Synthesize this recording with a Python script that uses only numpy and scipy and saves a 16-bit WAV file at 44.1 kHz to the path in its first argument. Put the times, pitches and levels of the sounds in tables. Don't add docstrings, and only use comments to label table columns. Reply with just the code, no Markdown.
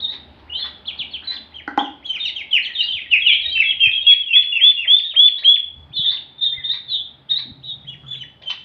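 import sys
import numpy as np
from scipy import signal
from scipy.fft import rfft, irfft, next_fast_len
from scipy.io import wavfile
from scipy.ndimage import uniform_filter1d, minimum_filter1d

SR = 44100
rng = np.random.default_rng(int(sys.argv[2]) if len(sys.argv) > 2 else 0)


def invert_db(level):
    return 10 ** (np.asarray(level, dtype=float) / 20)


def generate_wav(sig):
    pcm = np.round(np.clip(np.atleast_2d(sig).T, -1, 1) * 32767).astype(np.int16)
    wavfile.write(sys.argv[1], SR, pcm)


N = 381024
t = np.arange(N) / SR


def add(track, sound, s):
    i = int(s * SR)
    track[i:i + len(sound)] += sound[:N - i]


def band(x, hz, width_hz):
    return signal.lfilter(*signal.iirpeak(hz, hz / width_hz, fs=SR), x)


def unit(x):
    return x / np.sqrt(np.mean(x ** 2))


def steep(x, hz, width_hz):
    return unit(band(band(x, hz, width_hz), hz, width_hz))


def walk(rate, size=N):
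    k = int(SR / rate)
    steps = np.repeat(rng.standard_normal(max(size, SR // 4) // k + 1), k)[:size]
    return 1.397 * uniform_filter1d(uniform_filter1d(steps, k), k)


def ring(hz, t60, glide=0):
    u = np.arange(int(SR / 4)) / SR
    return np.sin(2 * np.pi * hz * u * (1 + glide * u / t60)) * np.exp(-np.log(1000) * u / t60)


def swell(events):
    return sum(db * np.exp(-((t - s) / width) ** 2) for s, width, db in events)


# frequency in Hz, level in dB per Hz.
AIR = [(25, -24.5), (60, 5), (150, -2.5), (300, 4), (900, -2), (1600, -1.5), (3000, -4.5), (4800, -13),
       (6500, -37.5), (15000, -20.5)]
# frequency in Hz, width in Hz, lift in dB.
AIR_MODES = [(217, 74, 12.5), (382, 3.9, 9.5), (606, 25, 7.5), (850, 100, 11.5)]


def room_air():
    f = np.arange(N // 2 + 1) * SR / N + 1
    hz, db = np.transpose(AIR)
    white = rfft(rng.standard_normal(N)) * invert_db(np.interp(np.log(f), np.log(hz), db))
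    white = white * (1 + sum(invert_db(g) / 2 / (1 + ((f - c) / w) ** 2) for c, w, g in AIR_MODES))
    air = 0
    for centre in 30 * 2 ** np.arange(0, 9.5, .5):
        share = np.clip(1 - 2 * np.abs(np.log2(f / centre)), 0, 1)
        air = air + irfft(white * share, N) * invert_db(1.6 * walk(13))
    return unit(air)


# time in seconds, gain in dB.
GAIN = [(0, -1), (1.2, -2), (3.0, -7), (3.8, -7), (4.2, -12.5), (5.65, -12), (5.8, -7), (7.5, -8),
        (8.64, -9)]
# centre in seconds, half width in seconds, lift in dB.
HUM_SWELLS = [(.45, 0.24, 6.5), (3.8, 1, 8.5), (5.8, .12, 16), (7.9, 0.28, 4.5)]
# centre in seconds, half width in seconds, lift in dB.
BOOM_SWELLS = [(.9, 0.078, 5.4), (5.9, 0.23, 14), (6.9, 0.85, 13), (7.9, .45, 17.8), (8.5, 0.59, 13)]


def background():
    hum_hz, boom_hz = 76, 132.5
    air_db, hum_db, boom_db = -51.5, -54, -62
    gain_db = np.interp(t, *np.transpose(GAIN))
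    hum = 0.96 * np.sin(2 * np.pi * np.cumsum(hum_hz * (1 + 0.025 * walk(1.8))) / SR)
    hum = hum + 0.72 * unit(band(rng.standard_normal(N), hum_hz, 16.0))
    boom = unit(band(rng.standard_normal(N), boom_hz, 8.8))
    air = invert_db(air_db + gain_db + 3) * room_air()
    hum = invert_db(hum_db + gain_db + swell(HUM_SWELLS)) * hum
    boom = invert_db(boom_db + gain_db + swell(BOOM_SWELLS)) * boom
    return air + hum + boom


# frequency in Hz, decay by 60 dB in seconds.
ROOM_T60 = [(100, 0.51), (800, 0.36), (3400, 0.46), (7000, 0.24)]
# delay in seconds, level in dB.
ECHOES = [(.033, -10)]


def room(x):
    early_s, early_db = 0.02, -2.5
    hz, t60 = np.transpose(ROOM_T60)
    u, tail = t[:SR], 0
    for centre in 100 * 2 ** np.arange(0, 7.5, .5):
        decay = np.exp(-np.log(1000) * u / np.interp(np.log(centre), np.log(hz), t60))
        tail = tail + band(rng.standard_normal(SR), centre, centre / 2.7) * decay
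    onset = np.clip((u - .002) / 0.0031, 0, 1)
    tail = tail * onset * (1 + invert_db(early_db) * np.exp(-u / early_s))
    tail = tail / np.sqrt(np.sum(tail ** 2))
    for s, db in ECHOES:
        add(tail, np.array([invert_db(db)]), s)
    return signal.fftconvolve(x, tail)[:N]


def damped_tones(events, cycles, glide):
    out = np.zeros(N)
    for s, db, hz in events:
        onset = np.minimum(t[:SR // 4] * hz / 0.78, 1)
        add(out, invert_db(db) * ring(hz, cycles / hz, glide) * onset, s)
    return out


# start in seconds, peak in dB, pitch in Hz.
THUMPS = [(0.997, -30.5, 146), (2.947, -30.5, 94.2), (3.473, -34, 74.6), (3.87, -20, 116),
          (5.742, -39, 84.8), (5.905, -26, 136), (5.992, -18, 142), (6.579, -28.5, 87), (7.516, -24.5, 120)]


def thumps():
    return damped_tones(THUMPS, 5.3, -.1)


# start in seconds, peak in dB, pitch in
# Hz.
BLIPS = [(.592, -29, 1890), (1.36, -39.5, 240), (2.166, -36.5, 1420), (3.465, -40, 591), (4.025, -44, 587),
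         (4.585, -44, 626), (4.855, -39.5, 628), (5.137, -38, 605), (5.423, -40, 615), (6.048, -31.5, 1860),
         (7.455, -32.5, 245), (8.415, -41, 580), (6.017, -44.5, 1390), (1.225, -32.5, 1570),
         (1.263, -34, 2110), (1.29, -37, 2000), (8.035, -40.5, 1300), (8.122, -39, 1720),
         (7.305, -32, 1900)]


def water_blips():
    return damped_tones(BLIPS, 13, 0.052)


# start in seconds, peak in dB, lift of middle and of upper modes in dB.
KNOCKS = [
    (1.6771, -8, -8, 9),
    (1.7755, 2, 0, 0),
]
# frequency in Hz, level in dB, decay by 60 dB in seconds.
WALL = [(287, -5, 0.061), (640, -14, 0.03), (820, 5, 0.03), (1000, 0, 0.025), (1470, 0, 0.014),
        (1950, -6, 0.013)]


def knocks():
    out = np.zeros(N)
    for s, db, middle_db, upper_db in KNOCKS:
        body = 0
        for hz, mode_db, t60 in WALL:
            lift_db = upper_db * (hz > 1100) + middle_db * (700 < hz < 1100)
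            body = body + invert_db(mode_db + lift_db) * ring(hz, t60)
        body = body * np.minimum(t[:len(body)] / .003, 1)
        tick = rng.standard_normal(len(body)) * np.exp(-t[:len(body)] / .003)
        add(out, invert_db(db) * (body / 2 + invert_db(-22) * tick), s)
    return signal.sosfilt(signal.butter(3, (230, 4600), "band", fs=SR, output="sos"), out)


# start and length in seconds, level in dB, centre in Hz.
CRACKS = [(0.11, 0.051, -43, 1970), (0.384, 0.026, -60, 1680), (0.636, 0.038, -40, 1560),
          (1.29, 0.071, -42.5, 1900), (2.851, 0.021, -48.5, 1675), (5.379, 0.025, -44, 1980),
          (6.104, 0.056, -43.5, 1945), (6.727, 0.034, -39, 2010), (7.381, 0.031, -41, 2077),
          (8.415, 0.015, -49, 2050), (8.492, 0.03, -33, 2900)]
# start in seconds, level in dB, centre in Hz.
FLIPS = [(2.057, -37.5, 3850), (2.507, -42.5, 3860), (3.106, -31.5, 3300), (4.103, -37.5, 4330),
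         (4.417, -42.5, 4150), (4.71, -40.5, 4090), (4.977, -36.5, 4350), (5.263, -37, 4200),
         (5.545, -45, 4300), (4.853, -55, 1180), (5.134, -49, 1190), (5.421, -52.5, 1300),
         (7.288, -48, 3210), (7.392, -50, 3320)]


def cracks():
    out = np.zeros(N)
    for s, length, db, hz in CRACKS:
        noise = rng.standard_normal((2, SR // 8))[:, :int(length * SR)]
        spiky = noise[0] * invert_db(24 * uniform_filter1d(noise[1], size=40))
        throat = steep(spiky, hz, 1100) + 0.39 * steep(spiky, 1100, 810) + 1.5 * steep(spiky, 3500, 1000)
        add(out, invert_db(db) * throat * signal.windows.tukey(len(spiky), .6), s)
    for s, db, hz in FLIPS:
        puff = steep(rng.standard_normal(SR // 50), hz, 470)
        add(out, invert_db(db) * puff * np.hanning(len(puff)), s)
    return signal.sosfilt(signal.butter(4, 4900, fs=SR, output="sos"), out)


LOWEST_HZ = 1730


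def outline(s, length, from_hz, to_hz, db, scoop, flick, shape):
    whisper_db = -44.5
    scoop_s, share, bend, flick_s, *fades = shape
    share = np.clip(share, .05, .95)
    soft = db - np.array(fades) * max(db - whisper_db, 8)
    bend_hz = bend * (from_hz + share * (to_hz - from_hz))
    return [(s - scoop_s, max(from_hz * scoop, LOWEST_HZ), soft[0]),
            (s, from_hz, soft[1]),
            (s + share * length, bend_hz, db),
            (s + length, to_hz, soft[2]),
            (s + length + flick_s, max(to_hz * flick, LOWEST_HZ), soft[3])]


# frequency in Hz, level in dB.
THROAT = [(4200, -15.5), (5200, 1), (6500, -5.5), (7500, -11.5), (8500, 1.5), (11000, -5.5)]
# frequency in Hz, level in dB.
WINDPIPE = [(1800, 1), (2600, -1), (3300, -0.5), (3900, 0.5), (4600, -5)]
# time in seconds, second harmonic in dB, third and higher in dB.
FACING = [(1.2, 3, 2.5), (1.9, 20, -1.5), (2.4, 15.5, 3.5), (2.51, 4.5, 11.5), (2.6, 10.5, 1),
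          (3.3, -4.5, -4), (7.499, 6.5, 0), (8.2, 18, 0)]


def peep(rows, half_db, second_db, third_db, wobble, flutter_db):
    s, hz, db = np.transpose(rows)
    edge_s = .004
    u = np.arange(s[0] - edge_s, s[-1] + edge_s, 1 / SR)
    size = len(u)
    edge = np.clip(np.minimum(u - u[0], u[-1] - u) / edge_s, 0, 1)
    effort = np.interp(u, s, invert_db(.4 * db)) ** (1 / .4) * edge * invert_db(flutter_db * walk(140, size))
    pitch = uniform_filter1d(np.interp(u, s, hz), SR // 150, mode="nearest")
    slope = np.gradient(pitch) * SR
    phase = 2 * np.pi * np.cumsum(pitch * (1 + wobble * walk(150, size))) / SR
    half = invert_db(half_db + 8 * walk(50, size) + (pitch - 3800) / 60)
    tone = np.sin(phase) + half * (np.sin(phase / 2) + 0.04 * np.sin(3 * phase / 2))
    facing = np.transpose(FACING)
    for k, overtone_db in ((2, second_db), (3, third_db), (4, third_db - 5.0)):
        throat_db = np.interp(k * pitch, *np.transpose(THROAT))
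        throat_db = throat_db + np.interp(s[0], facing[0], facing[min(k - 1, 2)])
        tone += invert_db(overtone_db + throat_db + 2 * walk(53, size)) * np.sin(k * phase)
    grain = 1 + flutter_db / 30 * walk(1200, size)
    scoop = invert_db(-13 * np.clip(slope / 40000, 0, 1) * np.clip((3200 - pitch) / 300, 0, 1))
    rush_db = -3.5 * np.clip(-slope / 30000 - 1, 0, 1)
    colour = invert_db(rush_db + np.interp(pitch, *np.transpose(WINDPIPE)))
    return np.sqrt(2) * effort * grain * scoop * colour * tone


def sum_tones(z):
    return np.real(z * z) / (np.abs(z) + 1e-4)


# body start in seconds, body length in seconds, from Hz, to Hz, loudest dB.
HOOKS = [(.88, 0.017, 3450, 2940, -21), (.997, 0.019, 3455, 2940, -20.5), (1.137, .021, 3450, 2970, -21),
         (2.653, 0.02, 3430, 2896, -22.5)]
SLIDES = [(.853, 0.012, 2760, 4300, -34), (.972, 0.013, 4220, 4500, -41), (1.112, 0.013, 4270, 4430, -37),
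          (1.238, 0.036, 3950, 4450, -43), (2.626, .016, 4100, 4400, -33.5),
          (1.362, 0.017, 3750, 2730, -20.5), (3.624, .014, 3870, 3380, -32), (3.35, 0.058, 3158, 3324, -20),
          (1.786, 0.024, 3004, 3655, -24.5), (1.806, 0.064, 3630, 2817, -32),
          (2.14, 0.043, 3265, 2034, -26), (2.24, 0.061, 3230, 1960, -23.5),
          (2.355, 0.068, 3430, 2076, -21.5), (2.924, 0.072, 3625, 2032, -15.5),
          (3.0, 0.066, 2916, 1880, -33), (3.105, 0.078, 3090, 1930, -12.5), (3.25, 0.085, 3120, 1983, -6.5),
          (3.552, 0.027, 3006, 1698, -23.5), (4.02, 0.038, 3750, 3440, -27),
          (4.205, 0.059, 3434, 2954, -27), (8.063, 0.015, 3000, 3670, -42.5),
          (8.155, 0.014, 3080, 3510, -35), (8.168, 0.02, 3800, 3920, -38.5)]
DROPS = [(3.558, 0.056, 2712, 2565, -12), (4.053, 0.057, 2850, 2510, -19), (4.285, .06, 2807, 2580, -17.5),
         (4.525, .062, 2880, 2556, -18), (4.77, .064, 2860, 2540, -19.5)]
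SNAPS = [(2.512, .06, 3385, 2522, -10), (2.755, 0.062, 3457, 2862, -23), (3.64, 0.072, 3402, 3212, -15),
         (3.8, 0.072, 2875, 2471, -13.5), (7.893, 0.039, 2960, 2850, -37.5), (8.085, .056, 3460, 3370, -32),
         (8.198, 0.023, 3120, 2917, -30), (8.462, 0.05, 3154, 2974, -27)]
ARCHES = [(1.545, 0.042, 3230, 2976, -32), (2.05, 0.074, 3275, 3010, -31.5),
          (2.675, .03, 1950, 1933, -39.5), (6.545, 0.054, 2126, 1977, -41.5)]
SETTLES = [(2.285, 0.0091, 3670, 3050, -27), (2.885, .03, 3210, 3060, -21.5), (3.22, .04, 3284, 3208, -24),
           (3.293, 0.045, 3354, 3034, -10), (3.345, 0.0094, 3706, 3370, -27.5),
           (3.935, .045, 3214, 3337, -17)]
RISES = [(7.865, 0.036, 3020, 3410, -36.5), (8.435, 0.0083, 3080, 3266, -35.5)]
HELD = [(1.275, .037, 3995, 3980, -19.5), (3.517, 0.08, 3190, 2980, -21), (3.805, 0.064, 3177, 3145, -10.5),
        (4.068, 0.071, 3277, 3341, -5)]
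LONG = [(4.338, 0.086, 3200, 3430, -4.5), (4.615, 0.091, 3143, 3524, -5), (4.878, 0.11, 3139, 3588, -6),
        (5.164, .112, 3128, 3505, -3.5), (5.447, 0.108, 3117, 3448, -3.5)]
DIPS_FROM_ABOVE = [(.025, 0.083, 3794, 3957, -18.5), (.61, 0.05, 3600, 3600, -27),
                   (2.205, 0.072, 3690, 4065, -24), (2.755, .075, 3680, 4090, -20.5),
                   (3.43, 0.09, 3850, 4070, -25.5), (6.05, 0.059, 3616, 3920, -15.5)]
DIPS_FROM_BELOW = [(6.646, .072, 3740, 3850, -15), (7.301, .075, 3820, 3950, -15)]
SCRAPS = [(.004, 0.003, 3380, 4260, -20), (.666, 0.0098, 4350, 2040, -32), (1.312, 0.032, 4026, 4240, -28),
          (1.335, .02, 4300, 4920, -36.5), (5.045, 0.084, 3730, 3610, -25), (5.1, 0.041, 3600, 2094, -35.5),
          (5.36, 0.046, 3465, 4150, -29.5), (5.43, 0.06, 4060, 3830, -37), (6.168, 0.012, 3800, 2157, -32),
          (6.384, 0.039, 3710, 3284, -37)]
SPLIT_RISES = [(.496, 0.092, 2815, 3270, -27), (5.935, 0.13, 3595, 3296, -23.5),
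               (7.64, 0.1, 3956, 3670, -30)]
SPLIT_SETTLES = [(5.975, 0.054, 4005, 3660, -20), (6.445, 0.074, 3850, 3630, -17),
                 (6.91, .09, 4064, 3440, -21.5)]
SPLIT_LINES = [(.535, 0.035, 3300, 3950, -29.5), (.57, 0.056, 3900, 4320, -27),
               (.585, .04, 3350, 3910, -34.5), (.555, 0.073, 3950, 4790, -43),
               (5.968, 0.087, 3050, 3250, -32), (6.413, 0.043, 3620, 3680, -13),
               (6.44, 0.08, 3400, 3250, -30), (6.878, 0.15, 3580, 3270, -27.5),
               (.578, 0.016, 3770, 3680, -36.5), (6.9, 0.11, 3230, 3056, -39),
               (6.905, 0.058, 2810, 2920, -50.5), (7.64, .1, 3790, 3290, -35.5),
               (7.655, 0.063, 3060, 3050, -49.5)]
# scoop in seconds, loudest at share of body, pitch bend there as a ratio,
# flick in seconds, then share of the way to a whisper at scoop start, body start, body end, flick end.
HOOK = (.011, 0.43, 1, .017, 0.54, 0.1, 0.28, 0.98)
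SLIDE = (.001, 0.28, 1.01, .001, .7, 0.6, 0.75, 1.5)
DROP = (0.0012, 0.84, 1.02, 0.025, 0.34, 0.32, 0.037, 0.98)
SNAP = (.001, .8, 1.015, 0.017, 0.41, 0.53, 0.088, 0.92)
ARCH = (0.02, 0.23, 1.04, 0.025, 0.6, 0.15, 0.13, 1.6)
SETTLE = (0.024, 0.093, 1.001, 0.013, 1.3, 0.09, .05, 0.84)
RISE = (0.013, 1, 1.01, 0.00088, 0.39, 0.3, 0.046, .1)
HOLD = (.001, 0.4, 1.01, .001, .4, 0.099, 0.1, 0.5)
CALL = (0.017, 0.44, 1.035, 0.017, 0.64, 0.22, 0.28, 0.98)
DIP_DOWN = (.014, .5, 0.93, 0.011, 0.86, 0.12, 0.35, 0.49)
DIP_UP = (.014, 0.65, .94, 0.011, 1, 0.2, 0.05, 0.7)
SCRAP = (.001, 0.58, 1.01, 0.0011, 0.21, 0.14, 2.5, 0.58)
SPLIT_RISE = (0.015, 0.39, 1.0, .001, 1, 0.55, 0.044, .15)
SPLIT_SETTLE = (0.024, 0.25, 0.97, 0.016, 1, 0.037, 0.44, 0.4)
SPLIT_LINE = (.001, 0.6, 0.99, 0.0015, 0.5, 0.36, 0.6, 0.4)
# peeps, scoop start as a ratio of from Hz, flick end as a ratio of to Hz, shape.
PEEPS = [(HOOKS, 1.26, .76, HOOK), (SLIDES, 1, 1, SLIDE), (DROPS, 1, .72, DROP), (SNAPS, 1, .62, SNAP),
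         (ARCHES, .62, .57, ARCH), (SETTLES, 1.2, .9, SETTLE), (RISES, .65, 1, RISE)]
STEADY = [(HELD, 1, 1, HOLD), (LONG[2:], .5, .5, CALL), (LONG[:2], .88, .5, CALL)]
HOARSE = [(DIPS_FROM_ABOVE, 1.11, 1.13, DIP_DOWN), (DIPS_FROM_BELOW, .8, 1.15, DIP_UP),
          (SCRAPS, 1, 1, SCRAP)]
DOUBLE = [(SPLIT_RISES, .68, 1, SPLIT_RISE), (SPLIT_SETTLES, 1.07, 1, SPLIT_SETTLE),
          (SPLIT_LINES, 1, 1, SPLIT_LINE)]
# kinds of peep, half-pitch in dB, second and third harmonic in dB, pitch wobble as a share,
# flutter in dB, send to the room in dB.
VOICES = [(PEEPS, -60.5, -40, -46.5, .009, 4.1, -5.5), (STEADY, -84, -40.5, -49, 0.0038, 0.66, -7.5),
          (HOARSE, -37, -47, -56, 0.011, 3.98, -5), (DOUBLE, -50, -64, -47.5, 0.009, 2.6, -7.5)]


def ducklings():
    near, far = np.zeros(N), np.zeros(N)
    for kinds, *voice, room_db in VOICES:
        track = np.zeros(N)
        for peeps, *kind in kinds:
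            for row in peeps:
                corners = outline(*row, *kind)
                add(track, peep(corners, *voice), max(corners[0][0] - .004, 0))
        if kinds == DOUBLE:
            z = signal.hilbert(track, next_fast_len(N))[:N]
            track = track + invert_db(-43.0) * sum_tones(z)
        near, far = near + track, far + track * invert_db(room_db)
    return near, far


def scene():
    near, far = ducklings()
    rasp, raps, water = cracks(), knocks(), water_blips()
    wet = room(far + invert_db(-2.5) * rasp + invert_db(-5) * raps + invert_db(4.0) * water)
    return (near + rasp + raps + water + wet + thumps() + background())[None]


def top_cut(x):
    return signal.sosfilt(signal.butter(12, 15500, fs=SR, output="sos"), x)


def record(dry):
    ceiling, hiss_db, haze_db = .85, -86.0, -76
    dull = signal.sosfilt(signal.butter(2, 5000, fs=SR, output="sos"), dry)
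    dull = dull + invert_db(hiss_db) * rng.standard_normal(dry.shape)
    peak = -minimum_filter1d(-np.abs(dull), size=881)
    gain = uniform_filter1d(uniform_filter1d(np.minimum(ceiling / peak, 1), size=441), size=441)
    haze = invert_db(haze_db) * uniform_filter1d(peak, size=441) * rng.standard_normal(dry.shape)
    return top_cut((dull + haze) * gain)


dry = scene()
out = record(dry)
generate_wav(out)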